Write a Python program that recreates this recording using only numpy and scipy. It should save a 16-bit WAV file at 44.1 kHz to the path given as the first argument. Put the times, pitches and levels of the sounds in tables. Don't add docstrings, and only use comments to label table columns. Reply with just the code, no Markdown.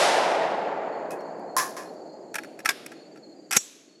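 import sys
import numpy as np
from scipy import signal
from scipy.fft import rfft, irfft, next_fast_len
from scipy.io import wavfile
from scipy.ndimage import uniform_filter1d, map_coordinates

SR = 44100
rng = np.random.default_rng(int(sys.argv[2]) if len(sys.argv) > 2 else 0)


def unload_audio(sound):
    columns = np.transpose(np.atleast_2d(sound))
    steps = np.round(np.clip(columns, -1, 1) * 32767)
    wavfile.write(sys.argv[1], SR, steps.astype(np.int16))


N = 176400
ATTACK_S = 0.0013


def amp(db):
    return 10 ** (np.asarray(db) / 20)


def unit(x):
    return x / np.sqrt(np.mean(x ** 2) + 1e-20)


def along(points, hz):
    freqs, values = np.transpose(points)
    return np.interp(np.log(hz + 1), np.log(freqs + 1), values)


def wobble(knots_per_s, size=N):
    return map_coordinates(rng.standard_normal(size // 4), [np.arange(size) * knots_per_s / SR],
                           mode='mirror')


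def noise(colour, tilt_db_per_oct=0, size=N):
    hz = np.fft.rfftfreq(size, 1 / SR)
    octaves = np.log2(np.maximum(hz, 1500) / 1500)
    gain = amp(along(colour, hz) + tilt_db_per_oct * octaves)
    return unit(irfft(rfft(rng.standard_normal(size)) * gain, size))


def add(track, start_s, sound):
    part = track[round(start_s * SR):][:len(sound)]
    part += sound[:len(part)]


def contacts(hits, colour, modes, size=16384):
    out, t = np.zeros(N), np.arange(size) / SR
    for start_s, level_db, tilt, hold_s, fall_s in hits:
        force = np.minimum(t / ATTACK_S, 1) * amp(-60 * np.maximum(t - hold_s, 0) / fall_s)
        grain_db = -2 * wobble(1600, size)
        clump_db = 0.9 * wobble(310, size)
        sound = force * unit(noise(colour, tilt, size) * amp(grain_db + clump_db))
        for centre_hz, mean_db, t60_s in modes:
            hz = centre_hz * (1 + 0.0038 * rng.normal())
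            mode_db = mean_db + 3.1 * rng.normal() + tilt * np.log2(hz / 4000)
            keep = np.exp(-2 * np.log(1000) / (t60_s * SR))
            ring = np.sqrt(signal.lfilter([1 - keep], [1, -keep], force ** 2))
            drift_rad = 0.61 * np.sqrt(1 - keep) * np.cumsum(rng.standard_normal(size))
            phase_rad = 2 * np.pi * hz * t + drift_rad + rng.uniform(0, 2 * np.pi)
            sound += amp(mode_db) * ring * np.sin(phase_rad)
        add(out, start_s, amp(level_db) * sound)
    return out


# (time [s], level [dB], tilt [dB/oct], hold [s], t60 [s])
SLIDE_HITS = [(3.509, -25.5, 0.69, 0.0077, 0.016), (3.524, -23.5, -0.11, 0.012, .04),
              (3.541, -28, -0.39, 0.027, 0.038)]
SLAM_HITS = [(3.5649, -13, 0.014, 0.0022, 0.0081), (3.5671, -6.5, 0.0097, 0.0041, 0.032)]
# (frequency [Hz], level [dB])
SLIDE_SPECTRUM = [(40, -28), (450, -29), (800, 0), (1000, -4.5), (1400, 1), (2500, 3), (3200, -5.5),
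                  (4200, -10.5), (5600, 2), (6600, -9.5), (7800, -0.5), (9200, -10), (11000, -3.5),
                  (13000, -14.5), (15000, -31)]
SLAM_SPECTRUM = [(30, -18.5), (70, -13.5), (120, -6.5), (250, -1), (550, -3), (1000, -7.5), (1800, -1.5),
                 (2600, -1.5), (3300, -7), (5000, -5.5), (6200, 5.5), (7400, 1), (8600, -9.5),
                 (11000, -3.5), (13000, -9.5), (15000, -32)]
# (frequency [Hz], level over rattle [dB], t60 [s])
SLIDE_RING = [(1376, -7.5, 0.047), (1650, -8, 0.037), (2510, -10, .04), (5820, -11.5, 0.034)]
SLAM_RING = [(2760, -14, .03), (5636, -12.5, 0.12), (5956, -13.5, 0.068), (6320, -17.5, 0.046),
             (6700, -7.5, .04), (6800, -23, .2), (7900, -21.5, 0.13)]


def bolt():
    slide = contacts(SLIDE_HITS, SLIDE_SPECTRUM, SLIDE_RING)
    return slide + contacts(SLAM_HITS, SLAM_SPECTRUM, SLAM_RING)


def thump(hz=167, level_db=-19.5, t60_s=0.045):
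    out, t = np.zeros(N), np.arange(SR // 5) / SR
    envelope = np.minimum(t / ATTACK_S, 1) * amp(level_db - 60 * t / t60_s)
    add(out, SLAM_HITS[0][0], envelope * np.cos(2 * np.pi * hz * t))
    return out


# (frequency [Hz], level [dB])
SPRING_SPECTRUM = [(3000, -54), (5500, -14.5), (6700, -4), (7300, 1), (7900, 0), (8600, -19),
                   (12000, -45.5)]


def spring(level_db=-23.5, t60_s=0.26):
    out, t = np.zeros(N), np.arange(SR) / SR
    add(out, SLAM_HITS[0][0], noise(SPRING_SPECTRUM, size=SR) * amp(level_db - 60 * t / t60_s))
    return out


# (time [s], level [dB], tilt [dB/oct], hold [s], t60 [s])
RELEASE_HITS = [(1.105, -42.5, 0, .004, .03), (1.116, -44, 0, .002, 0.12)]
DROP_HITS = [(1.5655, -16, -1, 0.00086, 0.0168), (1.571, -27.5, 4, 0.0067, 0.07),
             (1.581, -25, 1, 0.0047, 0.295), (1.606, -34, -1, .002, .14), (1.765, -39.5, -2, 0.0093, 0.32)]
# (frequency [Hz], level [dB])
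RELEASE_SPECTRUM = [(40, -12), (700, -8), (1600, 0), (2200, -10), (4000, -10), (5600, -3), (8500, -6),
                    (11500, -4), (13500, -17), (15500, -24)]
DROP_SPECTRUM = [(40, -37.5), (300, -36), (800, -7), (1100, 2.5), (1400, -2), (1800, 1.5), (3000, -11),
                 (4000, -9), (5500, -2), (7300, -4), (8600, -13), (10500, -3.5), (12000, -8),
                 (13500, -21.5), (15500, -23)]
# (frequency [Hz], level over rattle [dB], t60 [s])
RELEASE_RING = [(1650, -1, .04), (2520, -1, .06)]
DROP_RING = [(1047, -0.5, 0.038), (1135, -4.5, 0.094), (1630, -11.5, 0.057), (1740, -7.5, 0.06),
             (1825, -16.5, .14), (2494.6, -17, .25), (5500, -19, .04), (7060, -17, .04)]


def empty_magazine():
    release = contacts(RELEASE_HITS, RELEASE_SPECTRUM, RELEASE_RING)
    return release + contacts(DROP_HITS, DROP_SPECTRUM, DROP_RING)


# (time [s], level [dB], tilt [dB/oct], hold [s], t60 [s])
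HANDLING_HITS = [(1.205, -55.5, -1.5, .003, 0.054), (1.393, -66, 3, .003, .04),
                 (1.936, -63.5, 2, .002, .03), (2.341, -34, 1, .004, 0.034),
                 (2.3545, -23, 0, 0.00067, 0.043), (2.383, -30.5, -2.5, .003, 0.034),
                 (2.434, -40.5, -0.5, .002, 0.024), (2.445, -44, -1.5, .002, 0.0341),
                 (2.590, -43, 0.5, .004, 0.03), (2.602, -45.5, -1.5, .002, .035),
                 (2.648, -35.5, 0.5, 0.0036, .03), (2.656, -20.5, 0, 0.0054, 0.029),
                 (2.674, -37, -0.5, 0.0085, 0.045), (2.8615, -35.5, 3, .003, 0.02),
                 (2.917, -43.5, -2, 0.00068, 0.058), (3.158, -54.5, -2.5, 0.0033, 0.033),
                 (3.173, -57.5, -2, 0.0017, 0.049)]
SEAT_HITS = [(2.6895, -14.5, 0.0044, 0.0035, .025), (2.701, -29.5, 0.0032, 0.0043, .06),
             (2.729, -62, 0, .002, .05)]
# (frequency [Hz], level [dB])
HANDLING_SPECTRUM = [(40, -26.5), (200, -18), (700, -9.5), (1000, -9.5), (1600, 2.5), (2500, 1),
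                     (3100, -10.5), (4600, -8.5), (7500, -9), (11000, -10), (13000, -13.5), (15000, -33.5)]
SEAT_SPECTRUM = [(40, -24.5), (300, -22), (700, -4), (950, -10), (1600, 1.5), (2400, 0), (3100, -10),
                 (5200, -5), (6800, -8.5), (10000, -11), (12500, -10.5), (15000, -33.5)]
# (frequency [Hz], level over rattle [dB], t60 [s])
HANDLING_RING = [(848, -11, 0.039), (1355, -4.5, 0.03), (1666, -0.5, 0.0086), (2080, -15.5, 0.016),
                 (2530, -10, .02), (5540, -6, 0.0088)]
SEAT_RING = [(694, -18.5, 0.044), (1120, -6.5, 0.017), (1610, -11.5, 0.11), (2230, -8.5, 0.02),
             (3534, -11.5, 0.018), (5070, -11, .03)]


def fresh_magazine():
    handling = contacts(HANDLING_HITS, HANDLING_SPECTRUM, HANDLING_RING)
    return handling + contacts(SEAT_HITS, SEAT_SPECTRUM, SEAT_RING)


# (frequency [Hz], level [dB])
ECHO_SPECTRUM = [(30, -51), (60, -51.5), (100, -34), (160, -16), (260, -14.5), (400, -4.5), (650, 3.5),
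                 (850, 1.5), (1150, -6.5), (2000, -8), (3200, -12), (5000, -13), (8000, -19), (11000, -24),
                 (15000, -58)]
# (frequency [Hz], loss [dB/s])
ECHO_FADE = [(60, 0.5), (150, 1.83), (300, 0), (450, 4.5), (700, 7.5), (1100, 12), (1900, 16.5),
             (3200, 29.5), (5000, 40), (8000, 55), (14000, 62.5)]
# (time [s], boost [dB], half width [s])
TREE_RETURNS = [(.04, 1.5, 0.058), (.165, 1, 0.013), (.222, 1, 0.028), (.30, 0.5, .05), (.432, 1, 0.028),
                (.49, 0.5, 0.0252)]


def shot_echo(spread_s=0.57, spread_db_per_decade=12.5, size=1024):
    t = np.arange(N) / SR
    level_db = -19.5 - spread_db_per_decade * np.log10(np.hypot(1, t / spread_s)) + 0.5 * wobble(90)
    level_db += sum(db * np.exp(-((t - time_s) / width_s) ** 2) for time_s, db, width_s in TREE_RETURNS)
    hz, frame_s, bands = signal.stft(noise(ECHO_SPECTRUM), SR, nperseg=size)
    bands *= amp(-along(ECHO_FADE, hz)[:, None] * frame_s)
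    return amp(level_db) * signal.istft(bands, SR, nperseg=size)[1][:N]


# (frequency [Hz], t60 [s])
WOODS_DECAY = [(200, .7), (1500, 1.5), (4000, .9), (7000, 0.94), (13000, .5)]
# (frequency [Hz], gain [dB])
WOODS_SPECTRUM = [(40, -18), (150, -15), (1000, -5), (2000, -7), (4000, 4.5), (7000, -7.5), (10000, -1.5),
                  (13000, -6)]


def woods(source, gain_db=-16.5, size=256):
    hz, frame_s, bands = signal.stft(source, SR, nperseg=size)
    power = np.abs(uniform_filter1d(np.abs(bands) ** 2, size=5, axis=0))
    keep = amp(-120 * frame_s[1] / along(WOODS_DECAY, hz))
    stored = np.array([signal.lfilter([0, 0, 1 - k], [1, -k], p) for k, p in zip(keep, power)])
    wash = signal.stft(rng.standard_normal(N), SR, nperseg=size)[2]
    wash = wash / np.std(wash) * np.sqrt(stored) * amp(gain_db + along(WOODS_SPECTRUM, hz))[:, None]
    return signal.istft(wash, SR, nperseg=size)[1][:N]


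# (time [s], pitch [Hz], level [dB], note spacing [s])
CRICKET_CHIRPS = [(.62, 4350, -63, 0.0255), (.88, 4580, -69, 0.038), (.91, 4320, -57.5, 0.022),
                  (1.179, 4340, -57.5, 0.03), (1.24, 4560, -60, 0.0493), (1.33, 4800, -69, 0.032),
                  (1.461, 4340, -59, 0.022), (1.79, 4310, -58, 0.028), (1.95, 4550, -57.5, 0.051),
                  (2.048, 4240, -58, 0.03), (2.08, 4800, -62.5, .04), (2.239, 4370, -62, 0.029),
                  (2.389, 4380, -56.5, 0.025), (2.47, 4500, -68, 0.022), (2.95, 4340, -57.5, 0.029),
                  (3.0, 4560, -57, .052), (3.221, 4310, -56.5, 0.029), (3.35, 4780, -62, 0.028),
                  (3.382, 4650, -58.5, .052), (3.879, 4380, -54.5, 0.03)]


def crickets(notes=4, note_s=0.04, sag_hz_per_s=6000, scatter_hz=34.6, scatter_db=2.5):
    out, t = np.zeros(N), np.arange(SR // 10) / SR
    envelope = np.sin(np.pi * np.minimum(t / note_s, 1)) ** 2
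    for start_s, pitch_hz, level_db, spacing_s in CRICKET_CHIRPS:
        for k, (detune, accent) in enumerate(rng.standard_normal((notes, 2))):
            hz = pitch_hz + scatter_hz * detune - sag_hz_per_s * (t - note_s / 2)
            note = envelope * np.sin(2 * np.pi * np.cumsum(hz) / SR)
            add(out, start_s + k * spacing_s, amp(level_db + scatter_db * accent) * note)
    return out


# (frequency [Hz], level [dB])
HISS_SPECTRUM = [(3000, -39), (3900, -19), (4500, 2.5), (5300, -12), (6000, -8.5), (6700, 2), (7300, 1.5),
                 (8200, -14.5), (12000, -22), (15000, -37.5)]
RASP_SPECTRUM = [(3000, -41.5), (3900, -13.5), (4350, 3.5), (4550, -2.5), (4850, -6.5), (5050, -13),
                 (5800, -42.5)]


def insect_chorus(hiss_db=-68.5, rasp_db=-70):
    hiss = amp(hiss_db + 0.8 * wobble(29)) * noise(HISS_SPECTRUM)
    rasp = amp(rasp_db + 2.5 * wobble(70)) * noise(RASP_SPECTRUM)
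    return hiss + rasp


# (frequency [Hz], level [dB])
AIR_SPECTRUM = [(25, -35.5), (60, -23.5), (110, -3.5), (170, -6), (500, 0.5), (1200, -10), (1900, -8.5),
                (3000, -16), (8000, -32.5), (15000, -52)]


def air(level_db=-65.5):
    return amp(level_db) * noise(AIR_SPECTRUM)


def scene():
    rifle = empty_magazine() + fresh_magazine() + bolt() + spring() + thump()
    return (rifle + woods(rifle) + shot_echo() + insect_chorus() + crickets() + air())[None]


def record(dry):
    low_cut_hz, limit_db, top_hz = 110, -3.5, 15900
    dry = signal.sosfilt(signal.butter(2, low_cut_hz, 'high', fs=SR, output='sos'), dry)
    needed_db = np.minimum(0, limit_db - 20 * np.log10(np.abs(dry[0]) + 1e-9))
    limited = dry * amp(np.minimum.accumulate(needed_db))
    size = next_fast_len(N + SR // 2)
    passband = np.fft.rfftfreq(size, 1 / SR) < top_hz
    return irfft(rfft(limited, size) * passband, size)[:, :N]


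dry = scene()
out = record(dry)
unload_audio(out)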